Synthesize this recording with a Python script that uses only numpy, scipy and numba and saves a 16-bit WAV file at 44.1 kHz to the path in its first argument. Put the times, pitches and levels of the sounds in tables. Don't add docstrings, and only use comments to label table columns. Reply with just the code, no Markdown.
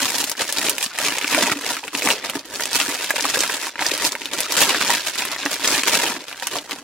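import sys
import numpy as np
from scipy import signal
from scipy.fft import rfft, irfft, next_fast_len
from scipy.io import wavfile
from scipy.ndimage import uniform_filter1d
from numba import njit

SR = 44100
rng = np.random.default_rng(int(sys.argv[2]) if len(sys.argv) > 2 else 0)


def generate_wav(sig):
    pcm = np.round(np.clip(np.atleast_2d(sig).T, -1, 1) * 32767).astype(np.int16)
    wavfile.write(sys.argv[1], SR, pcm)


def invert_db(level):
    return 10 ** (np.asarray(level, dtype=float) / 20)


N = 301325

# (time [s], facet crackle level [dB], wide folds re facets [dB], fine ridges re facets [dB])
HAND_EFFORT = [(0.0, -31, -2, -2), (0.02, -31, -2.5, 0), (0.32, -38.5, 3.5, 2), (0.36, -46.5, -22, -11),
               (0.42, -26.5, 5, -3.5), (0.44, -37.5, -5, -2), (0.68, -28.5, 4.5, -1), (0.74, -38.5, 5, -4),
               (0.84, -39.5, 0, 12), (0.91, -44.5, -14, -16), (1.01, -26, 0.5, -0.5), (1.23, -29, -2, -7.5),
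               (1.27, -35.5, -19, -2), (1.33, -28.5, 3.5, -4), (1.52, -26, 2.5, -6.5),
               (1.56, -39.5, 1.5, -7), (1.71, -27, 0, -1), (1.82, -49.5, -10, -7), (1.84, -46, 15, 3),
               (1.92, -45, -12, -12), (1.94, -36, 10.5, 4), (2.0, -34.5, 0, -3), (2.09, -31, 12.5, 6.5),
               (2.19, -34, -0.5, -17), (2.36, -39, 9.5, -1.5), (2.43, -50, 5, -9.5), (2.61, -37, 6, 4.5),
               (2.7, -38, -1, -10.5), (2.76, -28.5, -0.5, 2.5), (2.95, -34.5, -8, -4),
               (3.35, -29.5, -3.5, -4), (3.69, -35, -9, -1.5), (3.75, -50.5, -1, -30),
               (3.82, -26, -3.5, -2.5), (3.99, -34, -0.5, -8.5), (4.07, -26.5, 4, 4.5),
               (4.11, -40.5, -2, -4), (4.32, -41.5, 3, -9), (4.34, -36.5, 7.5, 1.5), (4.47, -33, -8, -9),
               (4.62, -27, 1.5, 3.5), (4.73, -27.5, -4, -11), (4.94, -25, -2, -3), (5.02, -34.5, -10, -8),
               (5.08, -32, -7, 0.5), (5.14, -39, -11, -8), (5.19, -28, -3, -3.5), (5.4, -35, -7, -18),
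               (5.54, -30.5, -1, 3), (5.57, -38.5, -10, -8), (5.71, -24, 2, -2), (5.86, -34.5, -11, -5.5),
               (5.88, -26, 0.5, -1), (6.13, -31.5, 4, -5.5), (6.18, -41.5, 6.5, -10), (6.39, -40, -11, -5),
               (6.56, -34, 8.5, -4), (6.66, -51, 4, -4), (6.72, -39, 6.5, -7), (6.83, -50.5, 10, -3)]
# (time [s], peak level [dB], facet pitch [Hz], ridge tick re peak [dB])
LARGE_SNAPS = [(0.1541, -30, 5380.0, -8.0), (0.1832, -12, 5040.0, 1.0), (0.2059, -11, 4450, -15),
               (0.215, -15, 5300.0, 0.0), (0.2412, -10, 4080, 0), (0.281, -23.0, 2650.0, -12.0),
               (0.2967, -16.5, 4930, 6), (0.3164, -14, 5250.0, -9.0), (0.3525, -25, 1720.0, -11.0),
               (0.3698, -29.0, 5040.0, -4.0), (0.3793, -26.0, 6480.0, -1.0), (0.3964, -27, 1770.0, -20.0),
               (0.4801, -19, 5320.0, -6.0), (0.5076, -24, 2610.0, -6.0), (0.5254, -15.5, 5170.0, 7),
               (0.5656, -17.0, 2450.0, -10.0), (0.5719, -10.0, 4340, -21.0), (0.5844, -8, 4390.0, -12.0),
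               (0.6164, -13, 2430.0, -14.0), (0.6283, -17, 1720.0, -3.0), (0.6739, -17, 2300.0, -17.0),
               (0.6852, -11, 2430.0, -11), (0.6955, -12, 3480, 11), (0.7521, -24, 5490.0, -12.0),
               (0.7823, -11, 2650.0, -4), (0.8117, -16, 2430.0, -10.0), (0.8285, -12, 3320.0, -4),
               (0.8621, -13, 4350, -15.0), (0.8894, -32, 6630.0, -4.0), (0.9124, -28, 1620, -20.0),
               (0.9382, -29, 3080.0, -6.0), (0.9517, -20.5, 2610.0, -12.0), (0.9874, -9, 2290, -6.0),
               (1.0465, -13, 2580.0, -13.0), (1.0843, -8, 2540.0, -14.0), (1.1235, -14, 2110.0, -20.0),
               (1.1843, -11, 2650.0, -6), (1.2136, -12, 2520.0, -16.0), (1.2447, -6.5, 2480.0, -22.0),
               (1.3276, -10, 2480.0, -11.0), (1.3367, -13, 2430.0, -19.0), (1.3469, -1.5, 2180, -10),
               (1.459, -16.0, 2000.0, -7.0), (1.4693, -10, 2450.0, -7), (1.4971, -7.0, 1920.0, -16.0),
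               (1.589, -25.0, 1810.0, -5), (1.6103, -22, 1890.0, -8), (1.638, -21, 1770.0, -16.0),
               (1.7687, -13.5, 1960, -12.0), (1.7896, -24, 2540.0, -15.0), (1.8386, -19, 2520.0, -22.0),
               (1.8563, -35, 2860.0, -8.0), (1.8798, -15, 2520.0, -14), (1.933, -23.0, 1210.0, -16.0),
               (1.9503, -7.5, 2490, -21), (1.9748, -15, 6200.0, -4.0), (1.9999, -19, 3450.0, -4.0),
               (2.0121, -19.0, 3750.0, -9.0), (2.0211, -11, 2450.0, -12.0), (2.0505, -19, 2370.0, -13),
               (2.0733, -3.0, 2170, -18), (2.088, -5.5, 1850, -7.0), (2.1036, -3.5, 2910.0, -19.0),
               (2.1097, -6, 2540, -12.0), (2.2256, -28, 2540.0, -23.0), (2.2418, -21, 2220.0, -8.0),
               (2.2979, -12.5, 2910.0, -3), (2.3355, -23, 1210.0, -18.0), (2.3541, -18, 1770.0, -7.0),
               (2.3928, -20, 4800.0, -12.0), (2.4395, -35.0, 2000.0, -28.0), (2.4474, -36, 2780.0, -12.0),
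               (2.4556, -31.0, 4180.0, 2), (2.4876, -34, 1930, -17.0), (2.5224, -30.0, 2090.0, -12.0),
               (2.5473, -21, 4290.0, -13.0), (2.558, -15, 4760, -9.0), (2.5781, -35, 1790.0, -1),
               (2.5976, -15, 1610.0, -17.0), (2.6072, -18, 1900, -2.0), (2.6227, -13, 3140, -10),
               (2.6359, -11.5, 4960, -9.0), (2.6558, -16, 3220, 2), (2.7156, -18, 2110.0, -8.0),
               (2.7313, -10, 5250.0, -6.0), (2.7435, -27, 2500.0, -6.0), (2.7502, -21, 2860.0, -16.0),
               (2.7553, -9, 5530.0, -4.0), (2.8016, -4, 2800.0, -15.0), (2.8139, -5.5, 2760.0, -22.0),
               (2.8515, -27, 2970.0, -0.0), (2.8913, -14, 1840, -1), (2.9195, -26, 2690.0, -9),
               (2.9441, -18, 5660.0, -3.0), (2.9533, -19, 1980.0, -19.0), (3.0002, -22, 2090.0, -15.0),
               (3.0439, -16, 3470.0, -7.0), (3.1058, -5, 1680.0, -3.0), (3.1811, -14, 2840.0, -9.0),
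               (3.1961, -12.0, 1850.0, -12.0), (3.2085, -10.5, 5530.0, -11), (3.2248, -13, 5430.0, -14.0),
               (3.2416, -13, 2520.0, -15.0), (3.2534, -7.5, 1200, -9), (3.2966, -26, 2780.0, -6.0),
               (3.3175, -23, 1870.0, -9.0), (3.3451, -16.0, 5880.0, -7.0), (3.3733, -20.0, 1590.0, -18.0),
               (3.391, -7, 5860.0, -13.0),
               (3.4059, -2, 5730.0, -11.0), (3.4364, -8, 1920.0, -8), (3.4773, -17, 5320.0, -5.0),
              (3.4973, -9.5, 1690, -12.0), (3.555, -22, 3340.0, -8.0), (3.5702, -19.0, 3080.0, -9.0),
              (3.6455, -18.0, 1670, -8.0), (3.6686, -15.5, 1200, -6), (3.693, -21, 1770.0, -11.0),
              (3.745, -33.0, 2430.0, -19.0), (3.7567, -17.5, 1680, -26.0), (3.781, -22.0, 2300.0, -15.0),
              (3.7928, -12, 1880, -34.0), (3.807, -17, 1590.0, -15.0), (3.823, -7.5, 1850.0, -17.0),
              (3.8577, -13, 1790.0, -21.0), (3.8653, -5, 5500, -14.0), (3.9161, -9, 3470.0, -12.0),
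              (3.9395, -12, 5040.0, -7.0), (3.959, -24, 4930.0, -14.0), (3.9776, -21.0, 4090.0, 5),
              (4.0223, -12, 1850.0, -10.0), (4.05, -6, 5050, -9.0), (4.111, -25, 2000.0, -14.0),
              (4.121, -19, 5190.0, 0), (4.1527, -11, 1910, -16.0), (4.2177, -16, 2640, -23.0),
              (4.2567, -12, 3470.0, -10.0), (4.316, -28, 2910.0, -28.0), (4.3346, -11.5, 3620, -7.0),
              (4.3673, -25, 2930.0, -10), (4.3771, -23, 4820.0, -16.0), (4.3954, -27, 3770.0, -18.0),
              (4.4052, -15, 5170.0, 7), (4.4327, -14, 5320.0, -12.0), (4.4637, -25, 1290.0, -10.0),
              (4.4949, -26, 1920.0, -11.0), (4.522, -7, 5340.0, -5.0), (4.5714, -19, 3700.0, -9),
              (4.581, -11.5, 2170.0, -14.0), (4.6254, -11, 3250.0, -8), (4.6346, -6.0, 3330, -15),
              (4.7461, -6, 1810.0, -17.0), (4.813, -9.0, 1790.0, -11), (4.8273, -14, 2370.0, -14.0),
              (4.9028, -7.5, 1960.0, -7.0), (4.9424, -13, 1870.0, -13.0), (5.0313, -23, 3530.0, -10.0),
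              (5.0685, -16.5, 2200.0, -5.0), (5.1564, -15, 2090.0, -8), (5.1856, -14, 4690.0, -9.0),
              (5.2217, -13, 2350.0, -11.0), (5.252, -13.5, 1700, 0), (5.3167, -26, 4950.0, 4.0),
              (5.3316, -17, 1680.0, -11.0), (5.3626, -15, 1700.0, -10.0), (5.3917, -20, 1700.0, -11),
              (5.4341, -17, 1740.0, -20.0), (5.4543, -12, 6010.0, -10.0), (5.4612, -6.5, 1640, -17.0),
              (5.5413, -14, 4760, -12), (5.5966, -19, 1250.0, -10), (5.6458, -10, 2520.0, -20.0),
              (5.676, -6, 5020.0, -4.0), (5.744, -18, 3810.0, -16.0), (5.835, -6.5, 2440, -9.0),
              (5.895, -15, 2750, -7), (5.9172, -21, 3640.0, -7.0), (5.9992, -11.5, 2370, -11.0),
              (6.0373, -21, 1380.0, -11), (6.0647, -9.5, 3030, -15), (6.1644, -17.5, 1850.0, -25.0),
              (6.2067, -26, 4050.0, -14.0), (6.283, -19, 3360, -13.0), (6.296, -31, 3640.0, 4),
              (6.314, -22.0, 1570.0, -18.0), (6.328, -19, 2710.0, -14), (6.3451, -25, 1660.0, -27.0),
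              (6.3985, -20.0, 3750.0, -13.0), (6.4242, -14.5, 1720, -12), (6.47, -18, 3360.0, 6),
              (6.5167, -20, 3360.0, -23.0), (6.559, -16, 1230.0, -11.0), (6.586, -13, 3600, -15),
              (6.6761, -32, 1210.0, -15.0), (6.6955, -22, 1220, -7), (6.7104, -13.5, 3940.0, -10.0),
              (6.7192, -16, 2560.0, -18.0), (6.7867, -32, 3230.0, -5)]
# (time [s], peak level [dB], pitch [Hz])
CASE_KNOCKS = [(0.229, -13.5, 775), (0.403, -14.5, 519), (0.678, -24, 288), (1.322, -14.5, 286),
               (1.379, -5, 619), (1.56, -17, 283), (1.675, -22, 364), (1.832, -20, 840), (1.942, -21, 280),
               (2.068, -6, 810), (2.354, -12, 285), (2.751, -30, 596), (2.885, -12.5, 269),
               (3.14, -14.5, 600), (3.185, -13.5, 870), (3.246, -9, 840), (3.372, -7.5, 540),
               (3.816, -11, 860), (3.917, -13, 386), (4.145, -22, 500), (4.503, -18.5, 604),
               (4.896, -5, 860), (5.455, -9.5, 285), (5.861, -19, 404)]
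# (frequency [Hz], width [Hz], level [dB])
CASE_MODES = [(285, 31, 7), (606, 33, -1), (943, 41, 7), (1710, 260, -7), (2520, 205, -6)]
# (frequency [Hz], level [dB])
MIC_RESPONSE = [(30, -33), (100, -15.5), (200, -10), (400, -1), (1200, 1), (3000, 4.5), (7000, 8),
                (11000, 4.5), (16000, -2)]
# (frequency [Hz], side re mid [dB])
PORT_DIFFERENCE = [(40, -3), (200, -20), (700, -29.5), (1400, -20.5), (2800, -7), (5500, -5.5), (14000, -7)]
# (lowest pitch [Hz], highest pitch [Hz], ring [cycles], level [dB])
WIDE_FOLD = (191, 1313, 2.1, 0.5)
FLAT_FACET = (1311, 5508, 1.6, 2.5)
SHARP_RIDGE = (5497, 16000, 0.62, 1.5)
CREASES = 9000


@njit
def grains(start, pole, size):
    out = np.zeros((2, N))
    for k in range(len(start)):
        z, i = 1 + 0j, start[k]
        while abs(z) > .003 and i < N:
            out[0, i] += (size[0, k] * z).imag
            out[1, i] += (size[1, k] * z).imag
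            z, i = z * pole[k], i + 1
    return out


def ring(s, hz, cycles, db, aside):
    hz = np.clip(hz, 60, .45 * SR)
    pole = np.exp((2j * np.pi - np.log(10) / cycles) * hz / SR)
    start = np.clip(s * SR, 0, N - 1).astype(np.int64)
    ports = np.array([np.ones(len(s)) + 0j, aside])
    return grains(start, pole, invert_db(db) * ports)


def unit(x):
    return x / np.sqrt(np.mean(np.square(x[0])))


def colour(x, points):
    hz, db = np.transpose(points)
    n = next_fast_len(N + 4096)
    f = np.arange(n // 2 + 1) * SR / n + 1
    gain = invert_db(np.interp(np.log(f), np.log(hz), db))
    return irfft(rfft(x, n) * gain, n)[..., :N]


def walk(rate):
    hold = int(SR / rate)
    levels = np.repeat(rng.standard_normal(N // hold + 1), hold)
    return uniform_filter1d(levels, hold // 2)[:N]


def direction(u):
    return np.exp(2j * np.pi * u)


def air(db=-105.0, rumble_db=-44.5):
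    hush, rumble = rng.standard_normal((2, 2, N))
    hush = unit(colour(hush, [(100, 54), (1000, 46), (16000, -78)]))
    rumble = unit(colour(rumble, [(40, 16), (150, 3), (400, -35), (20000, -68)]))
    rumble = rumble * invert_db(4.0 * walk(13))
    return invert_db(db) * hush + invert_db(rumble_db) * rumble


def space(x, flaps_db=-6.0, flaps_s=0.0037, room_db=-17.5, room_t60_s=0.1, size=1024):
    t = np.arange(7 * size) / SR
    flaps = unit([np.exp(-t / flaps_s) * (t > .0006)])
    room = unit([1000. ** (-t / room_t60_s) * np.minimum(t / 0.0029, 1)])
    shape = invert_db(flaps_db) * flaps + invert_db(room_db) * room
    blocks = np.pad(x, ((0, 0), (0, -N % size))).reshape(2, -1, size)
    answers = rng.standard_normal((2, blocks.shape[1], len(t))) * shape / np.sqrt(len(t))
    echoes = irfft(rfft(blocks, 8 * size) * rfft(answers, 8 * size))
    wet = 0
    for k in range(8):
        part = echoes[..., k * size:(k + 1) * size].reshape(2, -1)
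        wet = wet + np.pad(part, ((0, 0), (k * size, 0)))[:, :N]
    return x + wet


def body(x, share_db=-4.5):
    rung = 0
    for hz, width, db in CASE_MODES:
        rung = rung + invert_db(db) * signal.lfilter(*signal.iirpeak(hz, hz / width, SR), x)
    return x + invert_db(share_db) * rung


def thuds(gain_db=-5.0, cycles=4.9):
    s, db, hz = np.transpose(CASE_KNOCKS)
    return ring(s, hz, cycles, db + gain_db, direction(rng.random(len(s))))


def crackle(spread_db=5.5, burst_db=3.0, own_db=2.0):
    u = rng.random((CREASES, 9)).T
    s = u[0] * N / SR
    t, facet_db, fold_db, ridge_db = np.transpose(HAND_EFFORT)
    burst = burst_db * walk(45)[(u[0] * N).astype(int)]
    size_db = spread_db * 2 * u[1] ** 2 + burst
    kinds = [(WIDE_FOLD, fold_db), (FLAT_FACET, 0), (SHARP_RIDGE, ridge_db)]
    out = 0
    for k, ((lo, hi, cycles, db), rel_db) in enumerate(kinds):
        hz = lo * (hi / lo) ** u[2 + k]
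        own = size_db + own_db * 2 * (2 * u[5 + k] - 1) + 5 * np.log10(hz / lo)
        layer = unit(ring(s, hz, cycles, own, direction(u[8])))
        effort_db = np.interp(np.arange(N) / SR, t, facet_db + rel_db)
        out = out + layer * invert_db(db + effort_db)
    return out


def snaps(facet_db=2.5, fold_db=-12.5, ridge_db=13.0, after_db=-8.0, after_s=.018, fade_db=-22.0, count=14):
    events = np.array(LARGE_SNAPS)
    s, db, hz, ridge = np.repeat(events, count, axis=0).T
    u = rng.random((len(s), 6)).T
    turn = np.arange(len(s)) % count
    later = turn > 0
    wait = (turn + u[0] - 1) * later / count
    at = s + after_s * wait
    now = db + later * (after_db - 3.0 * u[1]) + fade_db * wait
    aside = direction(u[2])
    facet = ring(at, hz * 4.2 ** (later * (u[3] - .5)), 2.56, now + facet_db, aside)
    fold = ring(at, 250 * 5.7 ** u[4], 2.16, now + fold_db, aside)
    tick = ring(at, 6500 + 8500 * u[5], 1.3, now + ridge + ridge_db, aside)
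    return facet + fold + tick


def scene():
    film = invert_db(-3.5) * crackle() + invert_db(-1.5) * snaps()
    mid, side = space(body(film + thuds())) + air()
    side = colour(side, PORT_DIFFERENCE)
    return np.array([invert_db(-0.57) * (mid + side), mid - side])


def low_pass(x):
    return signal.sosfilt(signal.butter(12, 16690, fs=SR, output="sos"), x)


def record(dry):
    edge = signal.ellip(10, .3, 60, 15900, fs=SR, output="sos")
    heard = signal.sosfilt(edge, colour(dry, MIC_RESPONSE))
    mix = np.clip(heard, -.98, .98)
    return low_pass(mix)


dry = scene()
out = record(dry)
generate_wav(out)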